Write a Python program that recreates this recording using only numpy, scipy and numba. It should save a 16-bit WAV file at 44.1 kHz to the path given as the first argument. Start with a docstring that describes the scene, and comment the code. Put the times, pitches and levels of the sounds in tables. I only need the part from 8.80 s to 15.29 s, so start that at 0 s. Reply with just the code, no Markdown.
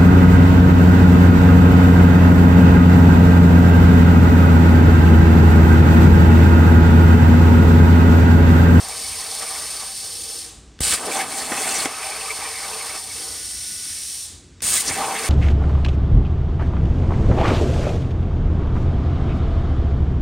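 """In a workshop, close up, a plasma torch on a gantry table pierces and cuts steel plate, twice.
Compressed air, noise coloured by the nozzle gap, hisses before each cut, then bleeds away; a click, and the arc strikes.
The pierce is a harsh spitting hiss; once through, the jet roars in the slatted tub and rings in the kerf,
with sparks, whistles, pops and thumps on top. Motors whir and sing over a low rumble; echoes add room, and
separate treble noise widens the stereo hiss."""
import sys
import numpy as np
from scipy import signal
from scipy.fft import rfft, irfft, next_fast_len
from scipy.io import wavfile
from scipy.ndimage import uniform_filter1d
from numba import njit

SR = 44100
rng = np.random.default_rng(int(sys.argv[2]) if len(sys.argv) > 2 else 0)


def master(y):
    """Save y as 16-bit WAV."""
    cut = np.clip(np.atleast_2d(y).T, -1, 1)
    pcm = np.round(cut * 32767)  # scale
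    wavfile.write(sys.argv[1], SR, pcm.astype(np.int16))


N = 286209


def undb(db):
    """Decibels to gain."""
    return 10 ** (np.asarray(db) / 20)


def to_db(gain):
    """Gain to decibels, safe at silence."""
    return 20 * np.log10(gain + 1e-9)


def since(start):
    """Seconds since a moment; negative before it."""
    return np.arange(N) / SR - start


def decay(t, t60):
    """Exponential fall of 60 dB in t60 seconds."""
    return np.exp(-np.log(1000) * t / t60)


def curve(rows, axis=1):
    """One column of a table, joined by straight lines in time."""
    rows = np.array(rows)
    return np.interp(np.arange(N) / SR, rows[:, 0], rows[:, axis])


def gate(rows, fade=0.02):
    """Open from the first row to the last, fading outside."""
    start, end = rows[0][0], rows[-1][0]
    return curve([(start - fade, 0), (start, 1), (end, 1), (end + fade, 0)])


def running(moves, fade):
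    """Gain that is up during each (start, end, level) move."""
    return sum(undb(db) * gate([[start], [end]], fade) for start, end, db in moves)


def walk(rate):
    """Random levels held 1 / rate s and smoothed twice; spread near 1."""
    hold = max(int(SR / rate), 1)
    steps = np.repeat(rng.standard_normal(N // hold + 1), hold)
    return 1.3 * uniform_filter1d(uniform_filter1d(steps, hold), hold)[:N]


def unit(x):
    """Scale to rms 1."""
    return x / np.sqrt(np.mean(x ** 2))


def blend(a, b, share):
    """Mix two unrelated noises at constant power; share is the power of b."""
    share = np.clip(share, 0, 1)
    return np.sqrt(1 - share) * unit(a) + np.sqrt(share) * unit(b)


def add(out, start, sound):
    """Mix a short sound in at its time."""
    i = int(start * SR)
    out[i:i + len(sound)] += sound[:N - i]


def colour(x, points, modes=()):
    """Filter by a broad spectrum with resonances on top."""
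    size = next_fast_len(N)
    hz = np.fft.rfftfreq(size, 1 / SR) + 1
    points = np.array(points)
    db = np.interp(np.log(hz), np.log(points[:, 0]), points[:, 1])
    for centre, width, peak_db in modes:
        db = db + peak_db * 2 ** -((2 * (hz - centre) / width) ** 2)
    return irfft(rfft(x, size) * undb(db), size)[:N]


def resonate(x, hz, width):
    """A resonance applied twice, for steep skirts; width is that of one pass."""
    b, a = signal.iirpeak(hz, hz / width, fs=SR)
    return signal.lfilter(b, a, signal.lfilter(b, a, x))


@njit
def sweep(x, hz, q):
    """A resonance whose centre moves; even power at any pitch."""
    y, band, low = np.empty(len(x)), 0., 0.
    for i in range(len(x)):
        g = np.tan(np.pi * hz[i] / SR)
        v = (band + g * (x[i] - low)) / (1 + g * (g + 1 / q))
        band, low = 2 * v - band, low + 2 * g * v
        y[i] = v / np.sqrt(g)
    return y


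def turbulence(sputter_db, flutter_db, sputter_rate=450, flutter_rate=55):
    """Noise that sputters from eddy to eddy and flutters with the flow."""
    level_db = sputter_db * walk(sputter_rate) + flutter_db * walk(flutter_rate)
    return rng.standard_normal(N) * undb(level_db)


def spits(rate, spread_db=3, length=0.0011):
    """Sparse cracks of molten metal in uneven sizes, rate per second, each fading over length s."""
    sizes = undb(spread_db * np.minimum(rng.exponential(size=N), 2))
    hits = (rng.random(N) < rate / SR) * sizes
    envelope = signal.lfilter([1], [1, -np.exp(-1 / (length * SR))], hits)
    return unit(envelope * rng.standard_normal(N))


def burst(db, hz, width, t60):
    """A short knock of decaying noise, rung in one band and set to a peak level."""
    t = np.arange(SR // 4) / SR
    sound = resonate(rng.standard_normal(len(t)) * decay(t, t60), hz, width)
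    return undb(db) * sound / np.abs(sound).max()


def blips(rows, q):
    """Short swells of noise, each in a band of its own; q is centre over width."""
    out = np.zeros(N)
    for start, db, hz, length in rows:
        swell = np.hanning(int(length * SR))
        ringing = resonate(rng.standard_normal(SR // 4), hz, hz / q)
        add(out, start - length / 2, undb(db) * swell * unit(ringing[-len(swell):]))
    return out


# colour of the low rumble: (frequency [Hz], level [dB])
RUMBLE_COLOUR = [(20, -20), (35, -17), (57, 0.5), (72, -6.5), (86, 0), (110, -12), (190, -12.5), (330, -15),
                 (700, -31.5), (2000, -32), (8000, -34), (13000, -67)]


def rumble():
    """Low noise of the table and the shop."""
    return unit(colour(rng.standard_normal(N), RUMBLE_COLOUR))


# the lift motor moves the torch up or down: (start [s], end [s], level [dB])
LIFT_MOVES = [(1.27, 1.69, -56.5), (4.39, 4.6, -53)]
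# bands of the lift motor's whir: (frequency [Hz], level against the move [dB])
LIFT_TONES = [(460, 3), (325, -1.5)]


def lift(width_hz=80):
    """The lift motor whirs roughly: noise in the resonances of its mount."""
    whir = sum(undb(db) * unit(resonate(rng.standard_normal(N), hz, width_hz)) for hz, db in LIFT_TONES)
    return whir * running(LIFT_MOVES, fade=0.059)


# the gantry travels to the next cut: (start [s], end [s], level [dB])
TRAVELS = [(4.42, 5.09, -56)]
# gantry motor tones: (frequency [Hz], level against the travel [dB], waver [share of the pitch])
TRAVEL_TONES = [(1470, 0.5, 0.0013), (1990, 1, 0.0056), (2700, -11, .002)]


def stepper(flicker_db=1.5):
    """The stepper motors sing sines that waver in pitch and flicker in level as the gantry travels."""
    out = 0
    for hz, db, waver in TRAVEL_TONES:
        phase = 2 * np.pi * np.cumsum(hz * (1 + waver * walk(90))) / SR
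        out = out + np.sqrt(2) * np.sin(phase) * undb(db + flicker_db * walk(30))
    return out * running(TRAVELS, fade=0.068)


# rumble swells while the machine moves or the jet shakes the table: (start [s], end [s], level [dB])
SHUDDERS = [(0, .38, -51), (1.75, 2.0, -48), (4.3, 5.12, -51.5), (5.52, 5.82, -48.5), (6.09, 6.23, -39.5)]
SHOP_DB = -51.5  # steady low rumble


def machine():
    """Motor whir and stepper tones over a low rumble that swells with each shudder."""
    low = rumble() * np.hypot(undb(SHOP_DB), running(SHUDDERS, fade=0.082))
    return low + lift() + stepper()


def reflections(x, t60):
    """A dense cloud of echoes from table, gantry and walls: decaying noise of unit energy."""
    t = np.arange(SR // 2) / SR
    tail = rng.standard_normal(len(t)) * decay(t, t60) * (t > 0.002)
    return signal.fftconvolve(x, tail / np.linalg.norm(tail))[:N]


# colour of the treble noise that widens the stereo hiss: (frequency [Hz], level [dB])
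SIDE_COLOUR = [(2600, -81), (3300, -63), (4000, -28), (5200, 10.5), (6500, 10.5), (8600, 3.5), (10000, 8.5),
               (11500, 4), (14000, 3), (15700, -55)]


def side_hiss(torch, side_db):
    """Separate treble noise widens the stereo hiss, following the loudness of the whole torch sound."""
    shaped = colour(torch, [(2500, -3.5), (4000, -3.0)])
    loudness = np.sqrt(np.abs(uniform_filter1d(shaped ** 2, size=200)))
    side = undb(side_db) * loudness * unit(colour(rng.standard_normal(N), SIDE_COLOUR))
    return colour(side, [(2500, -40), (3800, 0)])


# air flowing with the arc off: (start [s], valve shuts [s])
AIR_RUNS = [(-0.06, 1.619), (3.085, 5.427)]
SAG_DB, RECOVER_S = 1.5, 0.032  # the hiss starts each run weak and recovers
BLEED_DB_PER_S, VALVE_S = 112, 0.025  # the hose empties once the valve has eased shut


def pressure():
    """Air flow in dB below full: it starts weak, recovers, holds, then bleeds away."""
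    runs = []
    for start, shut in AIR_RUNS:
        sag = SAG_DB * np.exp(-np.maximum(since(start), 0) / RECOVER_S)
        bleed = BLEED_DB_PER_S * VALVE_S * np.logaddexp(0, since(shut) / VALVE_S)
        runs.append(undb(-sag - bleed) * curve([(start - 0.03, 0), (start, 1)]))
    return to_db(sum(runs))


# full-pressure air, and air at dying pressure: (frequency [Hz], level [dB])
AIR_COLOUR = [(500, -27.5), (1500, -50), (2500, -22), (3200, -15.5), (4000, -13), (6300, -11),
              (7400, -13.5), (9000, -9.5), (11500, -21), (13500, -20.5), (15800, -30.5)]
SLOW_AIR_COLOUR = [(800, -10.5), (2300, -10), (3800, 2.5), (5500, -1.5), (7200, 3), (9200, 1.5),
                   (10200, -9), (12000, -35), (15500, -33)]
# resonances of the gap under the nozzle: (frequency [Hz], width [Hz], level above the colour [dB])
GAP_OVER_KERF = [(3570, 1200, 1.5), (4530, 580, 5.5), (5350, 400, 6), (5770, 210, -2), (7240, 460, -3),
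                 (7660, 170, 4), (8690, 900, 7), (9460, 580, 7), (10650, 410, 4.5)]
GAP_OVER_PLATE = [(4270, 270, 2), (5550, 630, 6.2), (8670, 860, 8.2), (9830, 620, 8.6)]
# the torch leaves the old cut: (time [s], share of the jet on solid plate [0 to 1])
ON_PLATE = [(4.1, 0.0056), (4.85, 0.91)]
# the air hiss swells and eases a little: (time [s], level [dB])
AIR_SWELL = [(0, -1), (.25, 1.2), (.9, 1.2), (1.07, 0), (1.13, -0.5), (1.55, -.5), (3.12, -1.6), (3.3, 0),
             (4.2, -0.2), (4.26, -3), (4.33, 0.4), (4.6, -0.5), (4.9, 0), (5.4, 0.5)]
AIR_DB = -30.5  # hiss at full pressure, before the swell


def air_jet(flow_db, dulling=0.61, dull_below_db=-2.5):
    """Air rings the gap under the nozzle; as the pressure bleeds away the top goes first."""
    kerf_flow = turbulence(sputter_db=0.3, flutter_db=1.0, flutter_rate=170)
    plate_flow = turbulence(sputter_db=0.5, flutter_db=0.5, flutter_rate=170)
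    over_kerf = colour(kerf_flow, AIR_COLOUR, GAP_OVER_KERF)
    over_plate = colour(plate_flow, AIR_COLOUR, GAP_OVER_PLATE)
    fast = blend(over_kerf, over_plate, curve(ON_PLATE))
    slow = colour(rng.standard_normal(N), SLOW_AIR_COLOUR)
    brightness = undb(dulling * np.minimum(flow_db - dull_below_db, 0)) ** 2
    return blend(slow, fast, brightness) * undb(flow_db + AIR_DB + curve(AIR_SWELL))


# colour of the roar in the tub: (frequency [Hz], level [dB])
TUB_COLOUR = [(50, -45), (140, -11), (270, -3.5), (520, -1.5), (680, 0), (1100, -1.5), (1450, -3),
              (1900, -10.5), (3000, -9.5), (12000, -54)]
# resonances of the tub: (frequency [Hz], width [Hz], level above the colour [dB])
TUB_MODES = [(267, 63, 1.5), (370, 41, -1.5), (516, 57, -3.5), (585, 14, 3), (634, 45, 3.5), (720, 24, 3),
             (779, 39, 6), (949, 43, 5), (1082, 51, 2), (1157, 34, 5), (1303, 41, 4), (1385, 95, -3.5)]
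HOLLOW_HZ, HOLLOW_WIDTH_HZ = 441, 61  # hollow note of the tub
HOLLOW_DB, HOLLOW_FLICKER_DB = -11, 3  # its level against the roar, and how much it comes and goes


def tub(throat_hz, focus, sputter_db, flutter_db, throat_q=3):
    """Gas roars into the slatted tub; the hole favours one moving band, and a hollow note comes and goes."""
    gusts = turbulence(sputter_db, flutter_db)
    throat_flow = turbulence(sputter_db, flutter_db)
    throat = sweep(throat_flow, throat_hz * np.exp(0.14 * walk(25)), float(throat_q))
    note = resonate(rng.standard_normal(N), HOLLOW_HZ, HOLLOW_WIDTH_HZ)
    hollow = unit(note * undb(HOLLOW_FLICKER_DB * walk(16)))
    roar = blend(colour(gusts, TUB_COLOUR, TUB_MODES), colour(throat, TUB_COLOUR, TUB_MODES), focus)
    return roar + undb(HOLLOW_DB) * hollow


# colour of the ringing kerf: (frequency [Hz], level [dB])
KERF_COLOUR = [(100, -66), (900, -8.5), (1450, -5), (1900, 2), (2450, -3.5), (2900, -4.5), (3600, -6.5),
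               (6000, -44), (12000, -55)]
# resonances of the kerf: (frequency [Hz], width [Hz], level above the colour [dB])
KERF_MODES = [(2010, 32, 0), (2220, 78, 6.5), (2250, 50, -3), (2420, 160, 4), (2540, 60, -2.5),
              (2665, 71, 5.5)]


def kerf(db, edge_hz, edge_q=11, edge_wander=0.14, edge_share=0.26):
    """Gas rings the narrow kerf; in a strong flow an edge tone wanders over it."""
    rush = turbulence(sputter_db=0.5, flutter_db=1.0)
    edge_flow = turbulence(sputter_db=2.0, flutter_db=2.5)
    edge = sweep(edge_flow, edge_hz * np.exp(edge_wander * walk(30)), float(edge_q))
    strong = np.interp(db, [-49, -41], [0, 1])
    rush_ring = colour(rush, KERF_COLOUR, KERF_MODES)
    edge_ring = colour(edge, KERF_COLOUR, KERF_MODES)
    return undb(db) * blend(rush_ring, edge_ring, edge_share * strong)


def under_plate(roar_db, ring_db, throat_hz, edge_hz, focus, sputter_db, flutter_db, bass_db):
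    """Tub and kerf sound together while gas passes through; bass_db tilts the roar's low end."""
    roar = unit(colour(tub(throat_hz, focus, sputter_db, flutter_db), [(260, bass_db), (500, 0)]))
    return roar * undb(roar_db) + kerf(ring_db, edge_hz)


# air alone passing through the old cut, one table for each run: (time [s], level under the plate [dB])
AIR_THROUGH = [
    [(0.0, -42), (0.39, -42.5), (0.5, -42.5), (0.76, -40), (0.91, -42), (1.03, -38.5), (1.17, -49.5),
     (1.35, -51.5), (1.57, -48.5), (1.6, -54)],
    [(3.085, -34), (3.14, -37.5), (3.28, -36.5), (3.56, -39), (3.66, -36), (3.73, -38), (4.17, -37.5),
     (4.25, -44), (4.4, -44.5), (4.6, -50.5), (4.92, -63), (5.4, -62)],
]
AIR_ROAR_HZ, AIR_EDGE_HZ = 1036, 2280  # centre of the roar and edge tone, before they wander


def air_through(flow_db, tub_db=0.0, kerf_db=-2, graze_db=-50, roar_follows=0.45, ring_follows=0.99,
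                gust_db=1.45):
    """The more air finds the old cut, the louder tub and kerf; on solid plate only a faint ring stays."""
    through = curve(np.vstack(AIR_THROUGH))
    roar_db = through + tub_db + roar_follows * flow_db + gust_db * walk(14)
    ring_db = np.maximum(through + kerf_db, graze_db) + ring_follows * flow_db + gust_db * walk(12)
    focus = np.interp(through, [-46, -37], [0, 0.45])
    return under_plate(roar_db, ring_db, AIR_ROAR_HZ, AIR_EDGE_HZ, focus,
                       sputter_db=0.5, flutter_db=2.0, bass_db=-6)


# the jet catches the kerf edge: (time [s], level [dB], frequency [Hz], length [s])
WHISTLES = [(.12, -39, 2300, 0.047), (.33, -39, 2400, 0.052), (0.392, -41, 1010, 0.035),
            (0.58, -39.5, 3530, .035), (.625, -40, 1920, .04), (.675, -38, 2230, .05),
            (0.758, -38, 2200, 0.063), (2.321, -29, 2390, .036), (2.403, -28.5, 2120, 0.054),
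            (2.785, -32, 2500, .06), (3.02, -32, 2800, .02), (3.143, -38, 2630, .03),
            (3.24, -35.5, 2450, 0.044), (3.272, -39, 2400, 0.026), (3.32, -39, 2280, 0.046),
            (3.362, -37, 2480, .035), (3.415, -33, 2680, 0.041), (3.46, -35, 2450, 0.024),
            (3.488, -35.5, 1240, 0.045), (3.507, -27.5, 2220, 0.039), (3.523, -37, 960, 0.039),
            (3.623, -33.5, 2240, .025), (3.626, -33, 790, 0.023), (3.658, -34.5, 2370, .032),
            (3.668, -36.5, 950, 0.039), (3.757, -35, 2200, 0.05), (3.792, -38, 2090, 0.05),
            (3.839, -39, 2200, 0.06), (3.935, -39, 2600, .03), (4.012, -38, 2200, .035),
            (4.1, -39, 2150, 0.048), (4.312, -43, 2170, 0.065), (6.11, -31, 2180, 0.042)]


def whistles():
    """The jet catches the kerf edge and whistles briefly."""
    return blips(WHISTLES, q=8)


# showers of sparks out of the cut: (time [s], level [dB], frequency [Hz], length [s])
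SIZZLES = [(2.308, -36, 4500, 0.024), (2.372, -32, 6450, .03), (2.6, -34, 4430, .04),
           (2.737, -31, 7800, .02), (2.797, -31, 6300, .025), (2.826, -29, 5600, 0.013),
           (2.876, -30, 7560, .016), (2.894, -27, 4750, .018), (2.915, -29.5, 6200, 0.028),
           (2.965, -30, 5700, .07), (3.005, -28, 4500, 0.024)]


def sizzles():
    """Showers of sparks sizzle out of the cut as broader swells of treble."""
    return blips(SIZZLES, q=5.1)


# beads of slag on the steel: (time [s], peak level [dB], centre [Hz])
TICKS = [(0.0857, -19, 6000), (1.177, -23, 6000), (2.4165, -15, 2600), (2.7746, -22, 6500),
         (3.6047, -26, 6000)]
TICK_WIDTH_HZ, TICK_T60_S = 10000, 0.006


def slag_ticks(out):
    """Beads of slag crack and tick on the steel."""
    for start, db, hz in TICKS:
        add(out, start, burst(db, hz, TICK_WIDTH_HZ, TICK_T60_S))


# gusts of gas into the tub: (time [s], peak level [dB], centre [Hz], t60 [s])
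GUSTS = [(2.272, -20, 450, 0.21), (2.303, -21, 620, 0.072), (2.372, -19, 890, 0.13),
         (2.719, -19.5, 1480, 0.15), (2.875, -18, 1700, 0.11), (6.075, -26, 290, 0.19),
         (6.225, -26, 760, 0.14), (6.243, -30, 2300, .08), (6.366, -26.5, 2130, 0.2)]


def gas_gusts(out):
    """Gusts of gas break through into the tub, each as wide as its centre frequency."""
    for start, db, hz, t60 in GUSTS:
        add(out, start, burst(db, hz, hz, t60))


# pressure waves as the arc strikes, surges and dies: (time [s], level [dB], frequency [Hz], t60 [s])
THUMPS = [(2.0065, -16, 68, .11), (2.0065, -23, 140, .05), (2.008, -30, 50, .25), (2.1345, -30, 130, .04),
          (3.0568, -14, 290, .025), (3.061, -19, 640, .02), (5.823, -31, 130, .03),
          (5.845, -28.5, 105, .035), (5.895, -27.5, 80, .04), (5.910, -32, 60, .05),
          (6.105, -26.5, 65, .06)]


def pressure_thumps(out):
    """Pressure waves thump as decaying low tones with a quick, soft onset."""
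    t = np.arange(SR // 4) / SR
    onset = 1 - np.exp(-t / 0.00036)
    for start, db, hz, t60 in THUMPS:
        add(out, start, undb(db) * np.cos(2 * np.pi * hz * t) * onset * decay(t, t60))


# the arc pops in the melt: (time [s], peak level [dB], centre [Hz], t60 [s])
POPS = [(2.007, -26.5, 500, 0.016), (2.133, -22, 260, .04), (2.714, -21, 300, 0.11),
        (2.721, -19, 1500, .025), (2.741, -19, 1000, .025), (3.061, -19, 523, 0.069)]
POP_WIDTH = 2.1  # width of a pop over its centre frequency
SNAP_S, SNAP_DB, SNAP_HZ, SNAP_T60_S = 3.0566, -11, 1500, 0.018  # the arc snaps off after the first cut


def arc_pops(out):
    """The arc pops in the melt, and snaps off at the end of the first cut."""
    add(out, SNAP_S, burst(SNAP_DB, SNAP_HZ, POP_WIDTH * SNAP_HZ, SNAP_T60_S))
    for start, db, hz, t60 in POPS:
        add(out, start, burst(db, hz, POP_WIDTH * hz, t60))


# the arc strikes unpierced plate: (time [s], time to break through [s], hiss level [dB], pop level [dB])
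STRIKES = [(2.004, 0.14, -18, -13), (5.8193, 0.15, -18, -15)]
RELAY_LEAD_S, RELAY_DB = 0.014, -30.5  # the relay clicks just before each strike


def strike_clicks(out):
    """A relay clicks, then the arc strikes with a bright pop."""
    for start, _, _, pop_db in STRIKES:
        add(out, start - RELAY_LEAD_S, burst(RELAY_DB, hz=2800, width=3400, t60=0.015))
        add(out, start + 0.0026, burst(pop_db, hz=5470, width=20000, t60=0.0077))


def knocks():
    """All the short knocks of switchgear, slag, gas and arc."""
    out = np.zeros(N)
    for play in (slag_ticks, gas_gusts, pressure_thumps, arc_pops, strike_clicks):
        play(out)
    return out


BUILD_DB, BUILD_S = 10, 0.028  # the blast starts this far down and builds as the pit deepens
COLLAPSE_DB_PER_S = 400  # it dies away once the hole is open


def blast(start, length):
    """Gain of one pierce: sudden start, build-up, collapse when the hole opens."""
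    age = np.maximum(since(start), 0)
    db = -BUILD_DB * np.exp(-age / BUILD_S) - COLLAPSE_DB_PER_S * np.maximum(age - length, 0)
    return undb(db) * np.minimum(age / 0.00089, 1)


# colour of the pierce: (frequency [Hz], level [dB])
PIERCE_COLOUR = [(100, -10), (700, -13), (2000, -7), (3300, -3.5), (4500, -2), (6300, -3), (8500, 0),
                 (11500, -7), (13800, -12), (15500, -10)]
# gap resonances, one table for each pierce: (frequency [Hz], width [Hz], level above the colour [dB])
GAP_PIERCING = [
    [(4300, 820, 0.5), (5300, 270, 1), (6160, 1100, -4), (7760, 350, 5.5), (8760, 640, 8.5), (9450, 440, 7),
     (10220, 440, -8), (10530, 320, 8), (14200, 4700, -6)],
    [(4970, 270, 1), (6840, 1000, 6), (7550, 300, -3), (8700, 1140, 11.5), (9450, 250, -1), (10100, 390, 7)],
]
# melt blown out as the plate gives way: (time [s], hiss level [dB], kerf ring level [dB])
GOUTS = [(2.129, -31, -25.5), (5.974, -22, -30), (6.01, -20.5, -42)]
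# the loudest spurts of melt: (time [s], level against the steady blast [dB])
SPURTS = [(2.033, -2), (2.036, -9), (2.068, -1), (2.143, -6), (5.841, -3), (5.849, -5), (5.868, -2),
          (5.896, -4), (5.955, -2), (5.968, -6), (5.980, -5)]
GOUT_S, SPURT_S = 0.018, 0.00098  # half the length of a gout; time for a spurt to fall away
PIERCE_EDGE_HZ = 2200  # edge tone of the fresh hole, before it wanders


def piercing(spit_db=-7, tub_db=-21, kerf_db=-21, rumble_db=-25, splash_hz=3700, splash_width=4500):
    """The arc blasts melt off the plate: a harsh, spitting hiss that ends in gouts and shakes the table."""
    swells = [np.exp(-(since(start) / GOUT_S) ** 2) for start, _, _ in GOUTS]
    gout_hiss, gout_ring = undb(np.array(GOUTS)[:, 1:]).T @ swells
    spurts = 1
    for start, db in SPURTS:
        age = since(start)
        spurts = spurts + undb(db) * (age > 0) * np.exp(-np.abs(age) / SPURT_S)
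    hiss, force = 0, 0
    for (start, length, db, _), modes in zip(STRIKES, GAP_PIERCING):
        flow = turbulence(sputter_db=-0.3, flutter_db=0.1, flutter_rate=370)
        flow = flow + undb(spit_db) * spits(rate=360)
        gain = undb(db) * blast(start, length) * spurts
        gout_gain = gout_hiss * gate([[start], [start + 2 * length]])
        hiss = hiss + unit(colour(flow, PIERCE_COLOUR, modes)) * np.hypot(gain, gout_gain)
        force = force + gain
    roar = unit(colour(turbulence(sputter_db=2.0, flutter_db=-4.5), TUB_COLOUR, TUB_MODES))
    ring = kerf(to_db(np.hypot(force * undb(kerf_db), gout_ring)), PIERCE_EDGE_HZ)
    splash = gout_ring * unit(resonate(spits(rate=1000), splash_hz, splash_width))
    shake = force * (undb(tub_db) * roar + undb(rumble_db) * rumble())
    return hiss + ring + splash + shake


# arc cutting through, one table for each cut: (time [s], roar level in the tub [dB],
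# ring level of the kerf [dB], centre of the roar [Hz], edge tone [Hz])
CUTS = [
    [(2.18, -38, -34, 638, 2290), (2.212, -32, -53, 560, 2350), (2.282, -32, -39, 517, 2110),
     (2.334, -31.5, -31, 750, 2300), (2.374, -24.5, -33, 840, 2000), (2.412, -29.5, -29.5, 840, 1900),
     (2.476, -36, -42.5, 620, 2030), (2.518, -34.5, -36.5, 777, 1840), (2.574, -34, -36, 615, 2030),
     (2.618, -33, -38.5, 849, 2040), (2.654, -35.5, -37, 585, 2560), (2.726, -29.5, -38, 950, 1960),
     (2.784, -31, -34, 755, 2400), (2.962, -31, -30.5, 970, 2230), (3.006, -31.5, -34, 835, 2390),
     (3.045, -30, -32.5, 949, 2570)],
    [(6.045, -36, -36.5, 943, 2560), (6.091, -35, -31.5, 570, 2130), (6.109, -30, -33, 621, 2130),
     (6.129, -32, -30, 796, 2160), (6.143, -36, -31, 891, 2290), (6.201, -27, -35, 728, 2220),
     (6.231, -24, -39, 770, 2270), (6.249, -26, -31, 811, 2300), (6.289, -27, -43, 830, 2230),
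     (6.331, -28.5, -36, 955, 2170), (6.365, -30, -29, 748, 2170), (6.379, -32.5, -31.5, 792, 2160),
     (6.419, -33.5, -31.5, 856, 2240), (6.457, -30.5, -33, 777, 2150), (6.463, -35, -34, 806, 2180),
     (6.49, -31, -32, 942, 2250)],
]


def arc_through(tub_db=-0.05):
    """The arc blows through the plate; the harder it roars, the more it favours one band."""
    roar_db, ring_db, throat_hz, edge_hz = (curve(np.vstack(CUTS), axis=k) for k in (1, 2, 3, 4))
    focus = np.interp(roar_db, [-33, -27], [0.05, 0.55])
    sound = under_plate(roar_db + tub_db, ring_db, throat_hz, edge_hz, focus,
                        sputter_db=1.5, flutter_db=0.8, bass_db=2.0)
    return sound * sum(gate(rows, fade=0.053) for rows in CUTS)


# colour of the cutting arc: (frequency [Hz], level [dB])
CUT_COLOUR = [(500, -15), (2000, -49), (3300, -2.5), (4600, -5.5), (6000, -2.5), (7700, -1), (9200, 3),
              (11200, -7), (13000, -12.5), (15500, -14)]
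# gap resonances, one table for each cut: (frequency [Hz], width [Hz], level above the colour [dB])
GAP_CUTTING = [
    [(4440, 550, 6), (7670, 250, 6.5), (8600, 510, 6.5), (9530, 650, 3.5), (10300, 500, -1)],
    [(3420, 400, 1), (4500, 760, 5), (7700, 290, -1), (8750, 630, 5), (9700, 500, -4), (10200, 300, 3)],
]
# hiss of the arc, one table for each cut: (time [s], level against its overall level [dB])
ARC_HISS = [
    [(2.18, -32), (2.218, -33), (2.29, -31.5), (2.322, -26.5), (2.385, -26), (2.44, -33), (2.48, -34),
     (2.508, -30), (2.608, -27), (2.64, -29), (2.71, -29.5), (2.825, -24.5), (2.95, -24.5), (3.035, -23.5)],
    [(6.052, -25.5), (6.1, -27.5), (6.16, -28.5), (6.319, -31.5), (6.49, -27.5)],
]


def cutting(spit_db=-5, arc_db=-0.74, shield_db=-36, sizzle_hz=5600, sizzle_q=5, sizzle_wander=0.29,
            sizzle_share=0.16):
    """Once through, the arc surges; sparks crackle and sizzle in patches over the hiss of shield air."""
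    flow = turbulence(sputter_db=-0.5, flutter_db=0.5, flutter_rate=130)
    flow = flow + undb(spit_db) * spits(rate=300)
    sizzle_centre = sizzle_hz * np.exp(sizzle_wander * np.clip(walk(45), -2, 2))
    sizzle = sweep(turbulence(sputter_db=3.0, flutter_db=4.0), sizzle_centre, float(sizzle_q))
    shield_flow = turbulence(sputter_db=1.0, flutter_db=3.5)
    shield = unit(colour(shield_flow, AIR_COLOUR, GAP_OVER_KERF)) * undb(shield_db)
    out = 0
    for rows, modes in zip(ARC_HISS, GAP_CUTTING):
        arc = blend(colour(flow, CUT_COLOUR, modes), colour(sizzle, CUT_COLOUR, modes), sizzle_share)
        out = out + (arc * undb(curve(rows) + arc_db) + shield) * gate(rows, fade=0.052)
    return out


def scene(room_db=-11, side_db=-11.5):
    """Everything sits in the middle; only the separate treble noise spreads."""
    flow_db = pressure()
    air = air_jet(flow_db) + air_through(flow_db)
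    arc = piercing() + cutting() + arc_through()
    torch = air + arc + whistles() + sizzles() + knocks()
    mid = torch + undb(room_db) * reflections(torch, t60=0.049) + machine()
    side = side_hiss(torch, side_db)
    return np.array([mid + side, mid - side])


def record(dry, ceiling=0.65, low_hz=32, top_hz=15750):
    """The pickup drops the deepest bass, rounds the highest peaks and cuts the top."""
    dry = signal.sosfilt(signal.butter(2, low_hz, "high", fs=SR, output="sos"), dry)
    rounded = ceiling * np.tanh(dry / ceiling)
    return signal.sosfilt(signal.ellip(10, 0.2, 80, top_hz, fs=SR, output="sos"), rounded)


dry = scene()
out = record(dry)
master(out)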